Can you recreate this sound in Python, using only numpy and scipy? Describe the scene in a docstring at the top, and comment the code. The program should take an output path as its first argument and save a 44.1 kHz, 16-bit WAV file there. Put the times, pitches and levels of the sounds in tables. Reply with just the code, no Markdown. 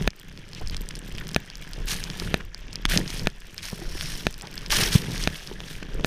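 """Skis carve linked turns through deep powder, heard from a small action camera worn on the body.
As the load builds through each turn they shear the snow, rumble over it, thud on lumps and crunch it down.
Bursts and clouds of spray hiss across the camera, crumbs tick on its case and soft slabs slap it.
The loose mount knocks against its stop once a turn, snow and clothing scuff, and air buffets the mic."""
import sys
import numpy as np
from scipy import signal
from scipy.fft import rfft, irfft
from scipy.io import wavfile
from scipy.ndimage import uniform_filter1d

SR = 44100
rng = np.random.default_rng(int(sys.argv[2]) if len(sys.argv) > 2 else 0)


def wrap_up_sound(samples):
    """Save the sound to the file named by the first command line argument, as 16-bit audio."""
    columns = np.atleast_2d(samples).T
    # keep every value between -1 and 1, then stretch to whole-number steps
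    tamed = np.clip(columns, -1, 1)
    steps = np.round(tamed * 32767).astype(np.int16)
    wavfile.write(sys.argv[1], SR, steps)


N = 267246
TIME = np.arange(N) / SR

# tone of the ski swish, the spray, the ski rumble and the wind, each (frequency [Hz], level [dB])
SWISH_EQ = [(350, -6), (560, -4.5), (800, -5.5), (1300, -4.5), (1700, 3), (2100, -1.5), (2800, -1),
            (3300, -0.5), (4200, -12.5), (5800, -9), (7200, -19), (12000, -56)]
SPRAY_EQ = [(700, -21.5), (1700, -3), (3000, -1), (4200, 1.5), (5400, -2.5), (6400, -3), (7500, -9),
            (8600, -5), (11000, -8), (15000, -14), (16000, -50)]
RUMBLE_EQ = [(56, -40.5), (95, -2), (173, 3.5), (232, -7), (284, -8.5), (414, -10), (586, -19.5),
             (719, -26.5), (800, -26), (1040, -24), (1760, -120)]
WIND_EQ = [(5, -24.5), (12, 1), (24, -9), (36, 4), (50, -27), (75, -13.5), (110, -24), (160, -41.5),
           (300, -89)]
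# turns: (end [s], knock peak [dB], swish [dB], spray [dB], rumble [dB], wind [dB], bite [exponent],
# unweighting [s], trim of the float before it [dB]); swish to wind at full load; bite under 1 grips early
TURNS = [(0.0765, 2, -44, -54.5, -32.5, -31, 0.5, 0.017, -4),
         (1.3627, 4.4, -48.5, -62, -40.5, -40, 0.36, 0.097, -7.5),
         (2.3426, 3, -44, -57.5, -37, -36, 0.64, .17, 1.5),
         (3.2716, 1.6, -45, -71.5, -39.5, -29.5, 0.38, 0.031, -5),
         (4.2684, 2, -49, -61, -41, -37, 1, 0.057, -0.5),
         (5.2748, 2, -42.5, -51.5, -36, -37.5, 0.55, 0.15, 0.5),
         (6.0465, 0.96, -49, -65, -39, -38, 0.58, .1, 3)]
# the skis float unweighted between turns: (swish [dB], spray [dB], rumble [dB], wind [dB])
FLOAT_LEVELS = [-53, -71, -55, -45.5]
# sizzle on the spray near 5.5 kHz: (time [s], gain of that band [dB])
SIZZLE_GAIN = [(0, -28), (3.6, -5), (3.9, 8), (4.6, 1), (5.5, -5), (6.06, -10)]
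# lumps under the skis: (time [s], level [dB], pitch [Hz], t60 [s])
LUMPS = [(0.012, -20, 174, 0.092), (0.616, -28, 424, 0.032), (2.221, -22, 420, 0.028),
         (2.854, -14, 330, 0.012), (2.963, -11.5, 206, 0.034), (2.99, -15.5, 333, 0.026),
         (3.73, -17.5, 188, 0.043), (3.819, -27, 342, 0.08), (3.952, -25, 362, 0.021),
         (4.953, -14, 424, 0.017), (5.514, -24, 400, 0.039), (5.826, -19, 235, 0.012),
         (5.996, -18.5, 423, 0.013)]
# ring of the camera case: (frequency [Hz], level [dB], t60 [s])
CASE_MODES = [(1860, -17.5, 0.03), (2860, 6, 0.0022), (3420, 1.5, 0.006), (4360, 4.5, 0.004),
              (5075, 8.5, 0.005), (5950, 3.5, 0.004), (7840, 16.5, 0.001), (9350, -5.5, 0.0025),
              (13200, 3.5, 0.0043)]
# hard bits strike the case: (time [s], peak [dB], centre [Hz])
CASE_HITS = [(0.024, -17, 3740), (0.1051, -25, 4230), (0.3755, -26.5, 3730), (0.533, -22, 4160),
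             (0.5493, -23, 5140), (0.674, -19.5, 4750), (0.698, -20, 4800), (0.7458, -16.5, 3020),
             (0.767, -18.5, 4700), (0.889, -16.5, 6600), (0.9538, -20.5, 3730), (0.991, -24, 6800),
             (1.151, -24, 4370), (1.183, -16.5, 3430), (1.2706, -22, 5000), (1.2909, -17, 4460),
             (1.3463, -11.5, 4500), (1.501, -20, 3750), (1.555, -23, 4630), (1.734, -18.5, 5560),
             (2.0393, -12.5, 5230), (2.101, -15, 4060), (2.199, -13.5, 4500), (2.5461, -18.5, 4500),
             (2.73, -22, 4540), (2.757, -14, 5340), (2.8534, -3, 3250), (2.854, -3, 2700),
             (2.861, -16.5, 3500), (2.975, 1.5, 5040), (3.078, -18, 5300), (3.1036, -17, 4600),
             (3.1954, -18.5, 5250), (3.58, -17.5, 4400), (3.6545, -17, 4500), (4.0103, -11, 3500),
             (4.342, -22.5, 5330), (4.4712, -23.5, 4700), (4.5785, -17, 4400), (4.662, -18.5, 4520),
             (4.705, -11, 3200), (4.7218, -5.5, 4300), (5.1795, -18, 5100), (5.2385, -12, 4870),
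             (5.474, -19, 4700), (5.6042, -16, 2400)]
# loose crumbs pepper the case: (time [s], peak of the softest [dB])
CRUMB_LEVELS = [(0.15, -44), (0.8, -33.5), (1.5, -38), (2.5, -39.5), (3.4, -43), (4.5, -32.5), (5.2, -47),
                (6.0, -34)]
# ring of mount and camera: (frequency [Hz], level [dB], t60 [s])
MOUNT_MODES = [(55.6, -19, 0.056), (163.5, -11, 0.022), (380, -16, 0.012), (612, -19.5, 0.017),
               (1430, -10.5, 0.0054), (1735, -22.5, 0.025), (2450, -8.5, 0.0065), (3670, -8.5, 0.0033),
               (6220, -15.5, 0.0055), (8800, -15, 0.0035), (12000, -6, 0.0046)]
# snow and clothing slip: (time [s], level [dB], centre [Hz], length [s])
SCUFFS = [(0.287, -48, 2200, 0.008), (0.577, -43, 2750, 0.031), (0.618, -38.5, 780, 0.011),
          (0.733, -41.5, 2470, 0.025), (0.909, -32, 2150, 0.0024), (1.077, -44, 2580, 0.0095),
          (1.189, -39, 2740, 0.0085), (1.213, -35.5, 1850, 0.005), (1.624, -37, 2750, 0.0034),
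          (2.222, -38, 1510, 0.0063), (2.406, -37.5, 1640, 0.0093), (3.59, -40, 2570, 0.014),
          (3.728, -47, 900, 0.016), (4.445, -43.5, 920, 0.033), (4.729, -25.5, 1200, 0.0061),
          (5.357, -33.5, 2370, 0.005), (5.83, -31, 2070, 0.0032)]
# the skis press into firmer snow: (time [s], hold [s], rumble [dB], crunch [dB])
PRESSES = [(.6, 0.15, -45.5, -66), (1.79, 0.044, -42.5, -50.5), (2.32, 0.092, -47, -50),
           (2.965, 0.045, -29.5, -53), (3.21, 0.021, -35.5, -55), (3.78, 0.12, -47, -48),
           (4.44, 0.043, -49.5, -57), (4.79, 0.087, -34, -40), (5.02, .11, -33.5, -44),
           (5.5, 0.028, -42.5, -52), (5.97, 0.052, -39, -42)]
# gusts on the mic: (time [s], hold [s], level [dB])
GUSTS = [(.615, 0.16, -27), (1.13, .04, -33), (1.79, 0.056, -32.5), (2.43, .02, -32), (2.86, 0.045, -24.5),
         (3.87, .12, -30.5), (4.71, 0.18, -30), (5.95, 0.15, -28)]
# the skis plough soft snow and throw it at the camera: (time [s], hold [s], swish [dB], spray [dB])
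BURSTS = [(1.89, 0.037, -38, -36), (2.91, 0.038, -32, -34.5), (3.64, 0.033, -44.5, -44),
          (4.725, 0.052, -29, -29), (4.81, 0.0067, -27.5, -27), (4.858, 0.0046, -34, -38),
          (4.93, 0.015, -34.5, -31.5)]
# fine powder drifts over the camera: (thickest at [s], swell [s], fade [s], spray [dB])
CLOUDS = [(1.999, 0.076, 0.083, -49.5), (2.189, 0.04, 0.092, -49), (3.131, 0.049, 0.077, -45),
          (3.8, 0.19, 0.12, -53.5), (4.08, .11, 0.12, -44.5), (5.199, 0.078, 0.045, -43.5),
          (5.382, 0.08, 0.11, -51), (5.719, 0.067, 0.051, -50)]
# slabs of powder slap the camera: (time [s], peak [dB], pitch [Hz])
SLABS = [(4.826, -17.5, 107), (4.9576, -2, 139)]


def undb(db):
    """Decibels to gain."""
    return 10 ** (np.asarray(db) / 20)


def db_sum(*levels):
    """Level of unrelated sounds heard together."""
    return 10 * np.log10(sum(undb(db) ** 2 for db in levels))


def automation(table):
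    """A fader line through (time, value) points, one value per sample."""
    return np.interp(TIME, *np.transpose(table))


def add(track, s, sound):
    """Mix a sound into the track from time s."""
    i = int(s * SR)
    track[i:i + len(sound)] += sound[:N - i]


def walk(rate):
    """Smooth random motion with a spread of 1, quicker at a higher rate."""
    k = max(int(SR / rate), 2)
    x = uniform_filter1d(uniform_filter1d(rng.standard_normal(N), k), k)
    return x / x.std()


def colour(x, spectrum, unity_band_hz):
    """Minimum-phase EQ through (Hz, dB) points, with an rms gain of 1 from the given band alone."""
    f = np.arange(N // 2 + 1) * SR / N
    hz, db = np.transpose(spectrum)
    low, high = unity_band_hz
    gain = undb(np.interp(np.log(f + 1), np.log(hz), db))
    gain = gain / np.sqrt(np.mean(gain ** 2 * (f > low) * (f < high)))
    cepstrum = irfft(np.log(gain), N)
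    fold = np.r_[1, np.full(N // 2 - 1, 2), np.zeros(N - N // 2)]
    return irfft(rfft(x) * np.exp(rfft(cepstrum * fold)), N)


def band(x, hz, width_hz):
    """Resonance of gain 1 at its centre."""
    return signal.lfilter(*signal.iirpeak(hz, hz / width_hz, fs=SR), x)


def ring(modes, wave, length_s):
    """Sum of decaying modes."""
    t = np.arange(int(length_s * SR)) / SR
    return sum(undb(db) * wave(2 * np.pi * hz * t) * np.exp(-np.log(1000) * t / t60)
               for hz, db, t60 in modes)


def surges(rows, attack_s, fade_db_per_s):
    """Envelopes in dB, one per level column: each event is fully up at its time, holds and dies away."""
    power = 1e-12
    for s, hold_s, *db in rows:
        rise = np.clip((TIME - s) / attack_s + 1, 0, 1)
        fall = undb(-fade_db_per_s * np.clip(TIME - s - hold_s, 0, 1))
        power = power + np.outer(undb(db), rise * fall) ** 2
    return 10 * np.log10(power)


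def carve(first_turn_s=-0.8):
    """Swish, spray, rumble and wind in dB: load builds through a turn and drops as the skier unweights."""
    loaded_db, total_load, trim_db = 0, 0, np.zeros(N)
    start = last_end = first_turn_s
    for end, _, *full_db, bite, unweight_s, float_trim_db in TURNS:
        build = np.clip((TIME - start) / (end - start), 0, 1) ** bite
        load = build * np.clip(1 - (TIME - end) / unweight_s, 0, 1)
        loaded_db = loaded_db + np.outer(full_db, load)
        total_load = total_load + load
        trim_db[TIME > last_end] = float_trim_db
        start, last_end = end + unweight_s, end
    return loaded_db + (1 - total_load) * np.add.outer(FLOAT_LEVELS, trim_db)


def grains(per_s, spread_db, hiss_db):
    """Snow crystals break, mostly small and a few large, over the hiss of the finest; running rms 1."""
    hit = rng.random(N) < per_s / SR
    size = undb(spread_db * np.minimum(rng.exponential(size=N), 5))
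    crackle = hit * size * rng.choice([-1, 1], N)
    texture = crackle / crackle.std() + undb(hiss_db) * rng.standard_normal(N)
    return texture / np.sqrt(uniform_filter1d(texture ** 2, size=1800))


def flicker(x, depth_db, rate):
    """Crumbs of every size break: each half octave from 600 Hz up swells and fades on its own."""
    spectrum = rfft(x)
    hz = (np.arange(len(spectrum)) + 1) * SR / N
    half_octaves = np.clip(2 * np.log2(hz / 600), 0, 9)
    out = 0
    for centre in np.unique(np.round(half_octaves)):
        share = np.maximum(1 - np.abs(half_octaves - centre), 0)
        out = out + irfft(spectrum * share, N) * undb(depth_db * walk(rate))
    return out * x.std() / out.std()


def snow(swish_db, spray_db):
    """The skis shear the powder in small collapses; what they throw up patters on the case."""
    collapse = walk(195)
    # thin snow crackles in separate grains, a thick cloud merges into an even hiss
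    thickness = undb(spray_db + 56)
    shear = grains(700 * thickness, spread_db=4, hiss_db=-5) * undb(swish_db + 0.51 * collapse)
    patter = grains(1100 * thickness ** 1.4, spread_db=4.5, hiss_db=-4.5)
    patter *= undb(spray_db + 2.1 * collapse)
    swish = colour(shear, SWISH_EQ, (1200, 3500))
    spray = colour(patter, SPRAY_EQ, (7500, 15000))
    sizzle = band(spray, hz=5470, width_hz=580) * undb(automation(SIZZLE_GAIN))
    swish = flicker(swish, depth_db=4.5, rate=310)
    spray = flicker(spray + sizzle, depth_db=2.3, rate=140)
    return swish + undb(-3) * spray


def rumble(level_db):
    """The chatter of the skis comes up through the body as a low, grainy bed."""
    chatter = grains(500, spread_db=4.5, hiss_db=-8) * undb(level_db + 1.8 * walk(31))
    return colour(chatter, RUMBLE_EQ, (110, 600))


def wind(level_db):
    """Eddies push on the mic: an unsteady sub-bass buffet."""
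    eddies = colour(rng.standard_normal(N), WIND_EQ, (20, 90))
    return eddies * undb(level_db + 1.7 * walk(16))


def bumps():
    """Lumps under the skis give short, dull thuds with a weaker overtone."""
    out = np.zeros(N)
    for s, db, hz, t60 in LUMPS:
        modes = [(hz, -2, t60), (hz * 2.19, -9, t60 / 2)]
        add(out, s, undb(db) * ring(modes, np.sin, length_s=.1))
    return out


def tick(centre_hz, octaves, push_s=.0003, attack_s=.000058):
    """One strike on the case, peak 1: each lands on another spot and favours the modes near its centre."""
    scatter = rng.standard_normal((len(CASE_MODES), 2))
    modes = []
    for (hz, db, t60), (detune, accent) in zip(CASE_MODES, scatter):
        rolloff_db = 10 * np.log10(1 + (np.log2(hz / centre_hz) / octaves) ** 4)
        modes.append((hz * (1 + 0.017 * detune), db + 0.83 * accent - rolloff_db, t60))
    # the crumb bursts as it lands: a sharp push with a brief, ragged tail
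    push = .15 * rng.standard_normal(40) * np.exp(-np.arange(40) / SR / push_s)
    push[0] = 1
    click = np.convolve(ring(modes, np.sin, length_s=.02), push)
    click *= 1 - np.exp(-np.arange(len(click)) / SR / attack_s)  # the case takes a moment to swing up
    return click / np.abs(click).max()


def hard_bits():
    """The larger bits tick on the case one by one."""
    out = np.zeros(N)
    for s, db, centre_hz in CASE_HITS:
        add(out, s, undb(db) * tick(centre_hz, octaves=0.28))
    return out


def crumbs(count=260, spread_db=4, centre_hz=6200):
    """Small loose crumbs land at random all the way down, a few much harder than the rest."""
    out = np.zeros(N)
    softest_db = automation(CRUMB_LEVELS)
    for when, softness, pitch in rng.random((count, 3)):
        i = int(when * N)
        db = softest_db[i] - spread_db * np.log(max(softness, .04))
        hz = centre_hz * 2 ** (2.2 * (pitch - .5))
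        add(out, TIME[i], undb(db) * tick(hz, octaves=0.56))
    return out


def mount_knocks(contact_s=.00003):
    """The mount hits the same stop each turn, so the knocks ring alike; the contact rounds their edge."""
    out = np.zeros(N)
    contact = signal.windows.gaussian(13, contact_s * SR)
    for s, db, *_ in TURNS:
        modes = [(hz, mode_db + 0.81 * rng.standard_normal(), t60) for hz, mode_db, t60 in MOUNT_MODES]
        knock = np.convolve(ring(modes, np.cos, length_s=.06), contact)
        add(out, s, -undb(db) * knock / np.abs(knock).max())
    return out


def scuffs():
    """Snow and clothing slip: each scuff is a quick swell of rough noise around one pitch."""
    out = np.zeros(N)
    t = np.arange(4096) / SR
    middle = t[-1] / 2
    for s, db, hz, length_s in SCUFFS:
        noise = rng.standard_normal(len(t))
        rub = band(band(noise, hz, width_hz=hz), hz, width_hz=hz)
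        swell = np.exp(-2 * ((t - middle) / length_s) ** 2)
        add(out, s - middle, undb(db) * rub / rub.std() * swell)
    return out


def crunch(level_db, hz=380, width_hz=255):
    """Snow packs under the skis in quick small collapses, heard as a low crunch."""
    collapses = grains(400, spread_db=6, hiss_db=0)
    packing = band(band(collapses, hz, width_hz), hz, width_hz)
    return packing / packing.std() * undb(level_db)


def clouds():
    """Envelope in dB of the drifting powder: each cloud swells and thins out smoothly."""
    power = np.full(N, 1e-12)
    for s, swell_s, fade_s, db in CLOUDS:
        from_peak = (TIME - s) / np.where(TIME < s, swell_s, fade_s)
        power += undb(db) ** 2 * np.exp(-np.minimum(from_peak ** 2, 100))
    return 10 * np.log10(power)


def slabs(width_cycles=0.39):
    """Soft snow hits the mic: one heavy swing of pressure for each slab."""
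    out = np.zeros(N)
    for s, db, hz in SLABS:
        cycles = hz * (TIME - s)
        out -= undb(db) * np.cos(2 * np.pi * cycles) * np.exp(-.5 * (cycles / width_cycles) ** 2)
    return out


def scene():
    """The turns drive snow, rumble and wind. The mix is mono, close and dry: powder gives no echo."""
    carve_db, dust_db, chatter_db, air_db = carve()
    press_db, crunch_db = surges(PRESSES, attack_s=0.079, fade_db_per_s=196)
    gust_db = surges(GUSTS, attack_s=0.025, fade_db_per_s=125)[0]
    plough_db, thrown_db = surges(BURSTS, attack_s=0.032, fade_db_per_s=196)
    cloud_db = clouds()
    swish_db = db_sum(carve_db, plough_db, cloud_db + 0.5)
    spray_db = db_sum(dust_db, thrown_db, cloud_db)
    bed = snow(swish_db, spray_db) + rumble(db_sum(chatter_db, press_db)) + wind(db_sum(air_db, gust_db))
    hits = mount_knocks() + hard_bits() + crumbs() + scuffs() + bumps() + slabs()
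    return (bed + hits + crunch(crunch_db))[None]


def record(dry, top_hz=15450):
    """The camera clips at full scale and cuts the top end steeply."""
    lowpass = signal.ellip(10, .2, 80, top_hz, fs=SR, output="sos")
    return signal.sosfilt(lowpass, np.clip(dry, -1, 1))


dry = scene()
out = record(dry)
wrap_up_sound(out)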